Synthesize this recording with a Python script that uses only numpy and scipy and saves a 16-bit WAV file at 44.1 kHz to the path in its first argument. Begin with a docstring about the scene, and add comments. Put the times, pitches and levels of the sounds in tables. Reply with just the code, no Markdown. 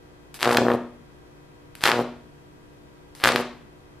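"""Three electric arcs, drawn from a mains transformer, burn close by in a small hard-walled room.
Each starts with a tick and a sizzle, cracks as the gap breaks down, then swells into a flame that
puffs on every half cycle of the mains, duller as it stretches, until it goes out. The electrodes
spark and hiss, the walls reflect the sound, and a faint hum and room air lie under it."""
import sys
import numpy as np
from scipy import signal
from scipy.fft import rfft, irfft
from scipy.io import wavfile
from scipy.ndimage import uniform_filter1d

SR = 44100
rng = np.random.default_rng(int(sys.argv[2]) if len(sys.argv) > 2 else 0)


def file_out(sig):
    """Save sig as 16-bit WAV at sys.argv[1]."""
    # one column per channel
    cols = np.atleast_2d(sig).T
    # limit, then scale
    lim = np.clip(cols, -1, 1)
    pcm = np.round(lim * 32767).astype(np.int16)
    wavfile.write(sys.argv[1], SR, pcm)


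N = 176400

PUFF_HZ = 120  # two current zeros per mains cycle
SNAP_REBOUND, SNAP_LAG = 0.34, 4.02  # suction after a spark: share of the push, delay in pulse widths
# Breakdowns of the gap: time_s, level_db, width_ms
BREAKDOWNS = [(0.4297, 1, 0.045), (0.4397, -15, 0.093), (0.4474, -7.5, 0.058), (0.45, -17, 0.047),
              (.4563, -8, .06), (0.4929, -8, 0.1), (0.501, -12, 0.082), (0.5095, -5, 0.11),
              (0.514, -9, 0.051), (0.5267, -9, 0.13), (0.529, -14, 0.034), (.531, -13.5, .04),
              (0.5473, -5.5, 0.059), (.571, -1.5, 0.043), (.5722, 2.5, 0.048), (.575, -3.5, 0.078),
              (0.5854, -2.5, 0.16), (0.6188, -7, 0.23), (0.6342, -19, .3), (0.6527, -10.5, 0.17),
              (.668, -8.5, 0.15), (.6847, -4, 0.15), (0.7015, -6, 0.14), (.718, -10, 0.087),
              (.7346, -24, 0.23), (1.8377, -4, 0.037), (1.8389, 5, 0.044), (1.8551, 0.5, 0.055),
              (1.8573, 0.5, 0.046), (1.8635, -1, 0.078), (1.866, -7, 0.069), (1.8756, -8.5, 0.11),
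              (1.8807, -26.5, 0.069), (1.8813, -4.5, 0.053), (1.8904, -3, 0.1), (1.8988, -7.5, 0.053),
              (1.9174, 1.5, 0.059), (3.2388, 6, .05), (3.2413, 0, 0.04), (3.2485, 3, 0.057),
              (3.2576, 5, 0.069), (3.274, 4.5, 0.068), (3.28, -6.5, 0.049), (3.2817, -14, 0.022),
              (3.2898, 2, 0.056), (3.3025, -8, .14), (3.31, -17, 0.042), (3.3603, 2, 0.053),
              (3.3814, -16, 0.16)]
# Spectral envelope of a spark: frequency_hz, gain_db
SPARK_COLOUR = [(30, -20), (150, -3.5), (500, 0.5), (1000, -1), (1600, 2), (2100, 0), (3000, 0.5),
                (4500, 3.5), (6300, 3.5), (9000, 12.5), (14000, 4)]


def flame(arc, jitter_s=0.00017, scatter_db=3.5, polarity_db=1.5):
    """Thermal contraction: the hot channel collapses at each current zero, more in one polarity."""
    # Spectral envelope of a puff: frequency_hz, gain_db
    puff_colour = [(40, -34), (90, -8), (130, -4.5), (240, -0.5), (420, 2), (900, 0.5), (2000, 2.5),
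                   (5000, 6.5), (14000, -4)]
    start_s, end_s = arc[0][0], arc[-1][0]
    half_cycle = np.arange(round((end_s - start_s) * PUFF_HZ) + 1)
    jitter, scatter = rng.standard_normal((len(half_cycle), 2)).T
    times = start_s + half_cycle / PUFF_HZ + jitter_s * jitter
    db, width_ms, _, _ = along(arc, times)
    db = db + scatter_db * scatter + polarity_db * (-1) ** half_cycle
    return coloured(-pulses(zip(times, db, width_ms), rebound=0.24, lag=3.15), puff_colour)


def snaps():
    """Dielectric breakdown: each spark across the gap radiates a sharp pressure pulse."""
    return coloured(pulses(BREAKDOWNS, SNAP_REBOUND, SNAP_LAG), SPARK_COLOUR)


def crackle(arc, sparks_per_s=340, spread_db=6.5, narrowest_ms=0.038):
    """A Poisson process: small sparks strike independently at the electrodes."""
    t = np.arange(N) / SR
    chance, scatter, stretch = rng.random(N), rng.standard_normal(N), rng.uniform(1, 2.2, N)
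    strikes = (chance < sparks_per_s / SR) & (t > arc[0][0]) & (t < arc[-1][0])
    _, _, db, _ = along(arc, t[strikes])
    db = db + spread_db * np.minimum(scatter[strikes], 1)
    sparks = zip(t[strikes], db, narrowest_ms * stretch[strikes])
    return coloured(pulses(sparks, SNAP_REBOUND, SNAP_LAG), SPARK_COLOUR)


def spits(gain_db=-24, decay_s=0.0008, sharp_ms=0.083):
    """Broadband transients: the sharpest breakdowns throw a short burst of bright hiss."""
    # Spectral envelope of a burst: frequency_hz, gain_db
    spit_colour = [(100, -31.5), (3000, -11), (7000, -2.5), (11000, -0.5), (14000, 4)]
    out = np.zeros(N)
    t = np.arange(SR // 50) / SR
    for time_s, db, width_ms in BREAKDOWNS:
        peak = amp(db + gain_db) * np.exp(-(width_ms / sharp_ms) ** 2 / 2)
        add(out, time_s, peak * np.exp(-t / decay_s) * rng.standard_normal(len(t)))
    return coloured(out, spit_colour)


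def rasps(decay_s=0.0012):
    """Band-limited noise bursts: the stretched flame tears and catches again."""
    # Tears of the flame: start_s, level_db
    tears = [(0.6834, -18), (0.7028, -18), (.718, -25)]
    # Mid-pitched envelope of a tear: frequency_hz, gain_db
    rasp_colour = [(100, -35), (800, -17), (1200, 12), (1850, 13), (2400, 2), (5000, -17), (14000, -37)]
    out = np.zeros(N)
    t = np.arange(SR // 50) / SR
    for start_s, db in tears:
        add(out, start_s, amp(db) * np.exp(-t / decay_s) * rng.standard_normal(len(t)))
    return coloured(out, rasp_colour)


def sizzle(arc, depth=0.45):
    """Amplitude modulation: the hiss of the burning electrodes pulses with the current."""
    t = np.arange(N) / SR
    *_, db = along(arc, t)
    pulsing = 1 + depth * np.cos(2 * np.pi * PUFF_HZ * (t - arc[0][0]))
    return amp(db) * pulsing * burning(arc, t) * rng.standard_normal(N)


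def fizz(arc, gain_db=-55.5):
    """Gated noise: a thin, very high hiss lasts as long as the arc burns."""
    # Spectral envelope of the hiss: frequency_hz, gain_db
    fizz_colour = [(100, -49), (8000, -28), (12000, 2), (14000, 2)]
    t = np.arange(N) / SR
    return amp(gain_db) * coloured(rng.standard_normal(N), fizz_colour) * burning(arc, t)


def ticks(decay_s=0.00053):
    """Onset transients: a dry tick and a brief hiss come just before each arc takes."""
    # Onsets of the arcs: start_s, tick_db, hiss_db, hiss_length_s
    onsets = [(.3428, -23.5, -39.5, 0.039), (1.753, -25.5, -52, 0.095), (3.1512, -30.5, -48, 0.11)]
    out = np.zeros(N)
    t = np.arange(SR // 4) / SR
    for start_s, tick_db, hiss_db, length_s in onsets:
        envelope = amp(tick_db) * np.exp(-t / decay_s) + amp(hiss_db) * np.exp(-(t / length_s) ** 4)
        add(out, start_s, envelope * rng.standard_normal(len(t)))
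    return out


def reflections(x):
    """Specular reflection: delayed copies from the table top and walls join the direct sound."""
    # Early reflections: delay_s, gain, right_offset_s
    echoes = [(.00021, 0.11, .00004), (.00062, 0.047, -0.0098), (.0028, 0.067, -0.0063),
              (.0072, 0.037, -0.024), (.0091, 0.03, 0.013), (.0131, .09, -.00004), (.0164, 0.05, -0.014),
              (.0177, 0.052, 0.0057)]
    near = np.array([x, x])
    for delay_s, gain, right_offset_s in echoes:
        add(near[0], delay_s, gain * x)
        add(near[1], abs(delay_s + right_offset_s), gain * x)
    return near


def reverberation(x, onset_s=0.0034):
    """A diffuse field builds up, then decays exponentially, each band at its own rate."""
    # Reverberation time: frequency_hz, t60_s
    decay_times = [(100, 0.2), (240, 0.51), (500, 0.42), (1500, 0.46), (4000, 0.47), (8000, 0.34),
                   (14000, 0.29)]
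    # Spectral envelope of the tail: frequency_hz, gain_db
    room_colour = [(50, -21), (120, -14), (170, 2), (250, -11.5), (400, -5.5), (600, -3), (1000, -5.5),
                   (1600, -7.5), (2500, -7.5), (5000, -7), (8000, -4), (14000, -14)]
    # Left-right likeness of the tail: frequency_hz, correlation
    room_likeness = [(100, 1), (1000, .96), (2000, 0.92), (4000, .55), (8000, 0.07), (14000, 0.21)]
    hz, t, noise = signal.stft(rng.standard_normal((2, SR)), SR, nperseg=256)
    decay_rate = np.log(1000) / read(decay_times, hz)[:, None]
    decay = np.exp(-decay_rate * t) * np.sqrt(2 * decay_rate / SR)  # unit energy in each band
    bands = paired(noise, room_likeness, hz) * amp(read(room_colour, hz))[:, None] * decay
    tail = flattened(signal.istft(bands, SR, nperseg=256)[1][:, :SR])
    t = np.arange(SR) / SR
    build_up = 1 - np.exp(-(t / onset_s) ** 2)
    fade_out = np.clip(4 - 5 * t, 0, 1)
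    return signal.fftconvolve(x[None], tail * build_up * fade_out, axes=1)[:, :N]


def standing_waves(x):
    """Resonance: the low modes of the room ring on after the buzz."""
    # Room modes: pitch_hz, level_db, t60_s
    modes = [(241.5, -61.5, 0.48), (380.3, -68, 0.54)]
    t = np.arange(SR) / SR
    ring = sum(amp(db) * np.exp(-np.log(1000) * t / t60) * np.cos(2 * np.pi * hz * t)
               for hz, db, t60 in modes)
    return signal.fftconvolve(x, ring)[:N]


def hum(waver=0.078, drift_rad=0.44):
    """A line spectrum: the partials of an electrical hum waver in amplitude and phase."""
    # Partials of the hum: pitch_hz, level_db
    partials = [(59.2, -64.5), (145.3, -61), (296.1, -59.5), (360.7, -61), (414.5, -67.5), (479.1, -65),
                (958.2, -70), (1593, -74), (1943, -76.5), (2003, -78.5), (2358, -86), (2536, -76),
                (3122, -88), (3241, -80)]
    t = np.arange(N) / SR
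    out = np.zeros(N)
    for hz, db in partials:
        envelope = np.sqrt(2) * amp(db) * (1 + waver * wander(rate_hz=3.2))
        phase = 2 * np.pi * (hz * t + rng.random()) + drift_rad * wander(rate_hz=2.9)
        out += envelope * np.sin(phase)
    return out


def room_air(level_db=-51, patch_db=0.33):
    """A continuous spectrum: quiet, low room noise whose bands flicker slightly."""
    # Spectral density of the air: frequency_hz, relative_db
    air_colour = [(12, -28), (20, -6), (95, -4.5), (136, 0), (195, -5.5), (294, -6.5), (650, -9.5),
                  (879, -13.5), (954, -15), (1040, -13), (1610, -18), (2700, -24), (3190, -24.5),
                  (3560, -26), (14000, -39.5)]
    # Left-right likeness of the air: frequency_hz, correlation
    air_likeness = [(60, 0.91), (180, 0.13), (550, -0.33), (1650, -0.36), (4970, -0.31), (15000, 0.2)]
    hz, _, noise = signal.stft(rng.standard_normal((2, N)), SR, nperseg=2048)
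    patches = uniform_filter1d(rng.standard_normal(noise.shape[1:]), size=12, axis=0)
    patches = unit_rms(uniform_filter1d(patches, size=5, axis=1))
    gain = amp(read(air_colour, hz)[:, None] + patch_db * patches)
    air = signal.istft(paired(noise, air_likeness, hz) * gain, SR, nperseg=2048)[1][:, :N]
    return amp(level_db) * unit_rms(air)


def pulses(rows, rebound, lag, half_size=256):
    """Compression, then a longer, weaker rarefaction, for each row of time_s, level_db, width_ms."""
    out = np.zeros(N)
    for time_s, db, width_ms in rows:
        widths = np.arange(-half_size, half_size) / SR / (width_ms / 1000)
        push = np.exp(-widths ** 2 / 2)
        pull = rebound * np.exp(-((widths - lag) / 2) ** 2 / 2)
        add(out, time_s - half_size / SR, amp(db) * (push - pull))
    return out


def along(arc, t):
    """Linear interpolation of an arc's controls at times t."""
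    times, *columns = np.transpose(arc)
    return [np.interp(t, times, column) for column in columns]


def burning(arc, t):
    """A gate, open from an arc's start until half a mains cycle after its end."""
    return (t > arc[0][0]) & (t < arc[-1][0] + 1 / PUFF_HZ)


def amp(db):
    """Decibels to amplitude ratio."""
    return 10 ** (np.asarray(db) / 20)


def unit_rms(x):
    """Normalisation to rms 1."""
    return x / np.sqrt(np.mean(x ** 2) + 1e-20)


def read(points, hz):
    """Interpolation on a log-frequency axis."""
    frequencies, values = np.transpose(points)
    return np.interp(np.log(hz + 1), np.log(frequencies + 1), values)


def add(mix, start_s, sound):
    """Superposition of a sound on the mix, in place."""
    part = mix[round(start_s * SR):][:len(sound)]
    part += sound[:len(part)]


def coloured(x, colour, size=4096):
    """Minimum-phase filtering by a spectral envelope."""
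    log_gain = np.log(amp(read(colour, abs(np.fft.fftfreq(size, 1 / SR)))))
    response = np.exp(np.conj(signal.hilbert(log_gain)))
    taps = np.fft.ifft(response).real[:size // 2]
    return signal.fftconvolve(x, taps)[:N]


def wander(rate_hz):
    """Low-passed noise: a slow random fluctuation of rms 1."""
    low_pass = np.exp(-(np.fft.rfftfreq(N, 1 / SR) / rate_hz) ** 2)
    return unit_rms(irfft(rfft(rng.standard_normal(N)) * low_pass, N))


def paired(spectra, likeness, hz):
    """Partial coherence: mixes two independent short-time spectra to a given correlation."""
    left, other = spectra
    correlation = np.clip(read(likeness, hz), -1, 1)[:, None]
    return np.array([left, correlation * left + np.sqrt(1 - correlation ** 2) * other])


def flattened(tail, band_hz=30):
    """Spectral smoothing: evens out the narrow peaks and dips of a one-second tail."""
    spectrum = rfft(tail)
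    power = (abs(spectrum) ** 2).mean(0)
    broad, narrow = uniform_filter1d(power, 4 * band_hz), uniform_filter1d(power, band_hz)
    return irfft(spectrum * np.sqrt(broad / narrow), SR)


def scene(left_db=0.66):
    """Superposition of the three arcs, the room and the background, slightly to the left."""
    # Course of each arc: time_s, puff_db, puff_width_ms, crackle_db, sizzle_db
    first_arc = [(.3917, -29, 0.06, -38, -46), (.425, -13.5, 0.057, -26, -32),
                 (.4665, -9, 0.18, -18, -42.5), (.53, -10.5, 0.13, -30, -32), (.59, -17.5, 0.27, -24, -49),
                 (.65, -11, 0.31, -49, -61), (.7, -14, 0.2, -32, -54), (.75, -12.5, 0.26, -28, -49)]
    second_arc = [(1.809, -34, 0.052, -41, -46), (1.835, -23, 0.075, -25.5, -37),
                  (1.875, -4.5, 0.052, -13, -25), (1.925, -15, 0.15, -34, -46),
                  (1.965, -12.5, 0.24, -35, -52), (1.995, -12, 0.23, -28, -48),
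                  (2.0177, -20, 0.25, -42, -47)]
    third_arc = [(3.201, -30, 0.061, -42.5, -51), (3.2345, -23.5, 0.077, -27, -52),
                 (3.27, -15.5, 0.24, -27, -25), (3.32, -22, 0.18, -16, -46), (3.351, -15.5, 0.3, -42, -43),
                 (3.385, -19, 0.16, -24, -42.5), (3.4086, -10.5, 0.23, -40, -40.5)]
    # Spectral envelopes of the sizzle and of its stereo side signal: frequency_hz, gain_db
    sizzle_colour = [(100, -29), (700, -0.5), (1400, 3), (3000, 0), (5000, -1), (7000, -7), (10000, -2),
                     (14000, -7)]
    side_colour = [(100, -38), (2000, -24), (4000, -10.5), (8000, -3.5), (14000, -15.5)]
    arcs = first_arc, second_arc, third_arc
    buzz = sum(map(flame, arcs))
    cracks = snaps() + sum(map(crackle, arcs)) + spits()
    hiss = coloured(ticks() + sum(map(sizzle, arcs)), sizzle_colour) + sum(map(fizz, arcs))
    source = buzz + cracks + hiss + rasps()
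    # Independent noise, opposite in sign left and right, widens the hiss.
    side = coloured(ticks() + sum(map(sizzle, arcs)) + spits(), side_colour)
    in_room = reflections(source) + reverberation(source) + standing_waves(source)
    return (in_room + np.array([side, -side]) + room_air() + hum()) * amp([[left_db], [-left_db]])


def record(dry, ceiling=0.91, cutoff_hz=14300):
    """Saturation: the loudest cracks overload the input, then a low-pass limits the band."""
    clipped = dry / (1 + (dry / ceiling) ** 8) ** (1 / 8)
    low_pass = signal.firwin(255, cutoff_hz, window=("kaiser", 8), fs=SR)
    return signal.oaconvolve(clipped, low_pass[None], "same")


dry = scene()
out = record(dry)
file_out(out)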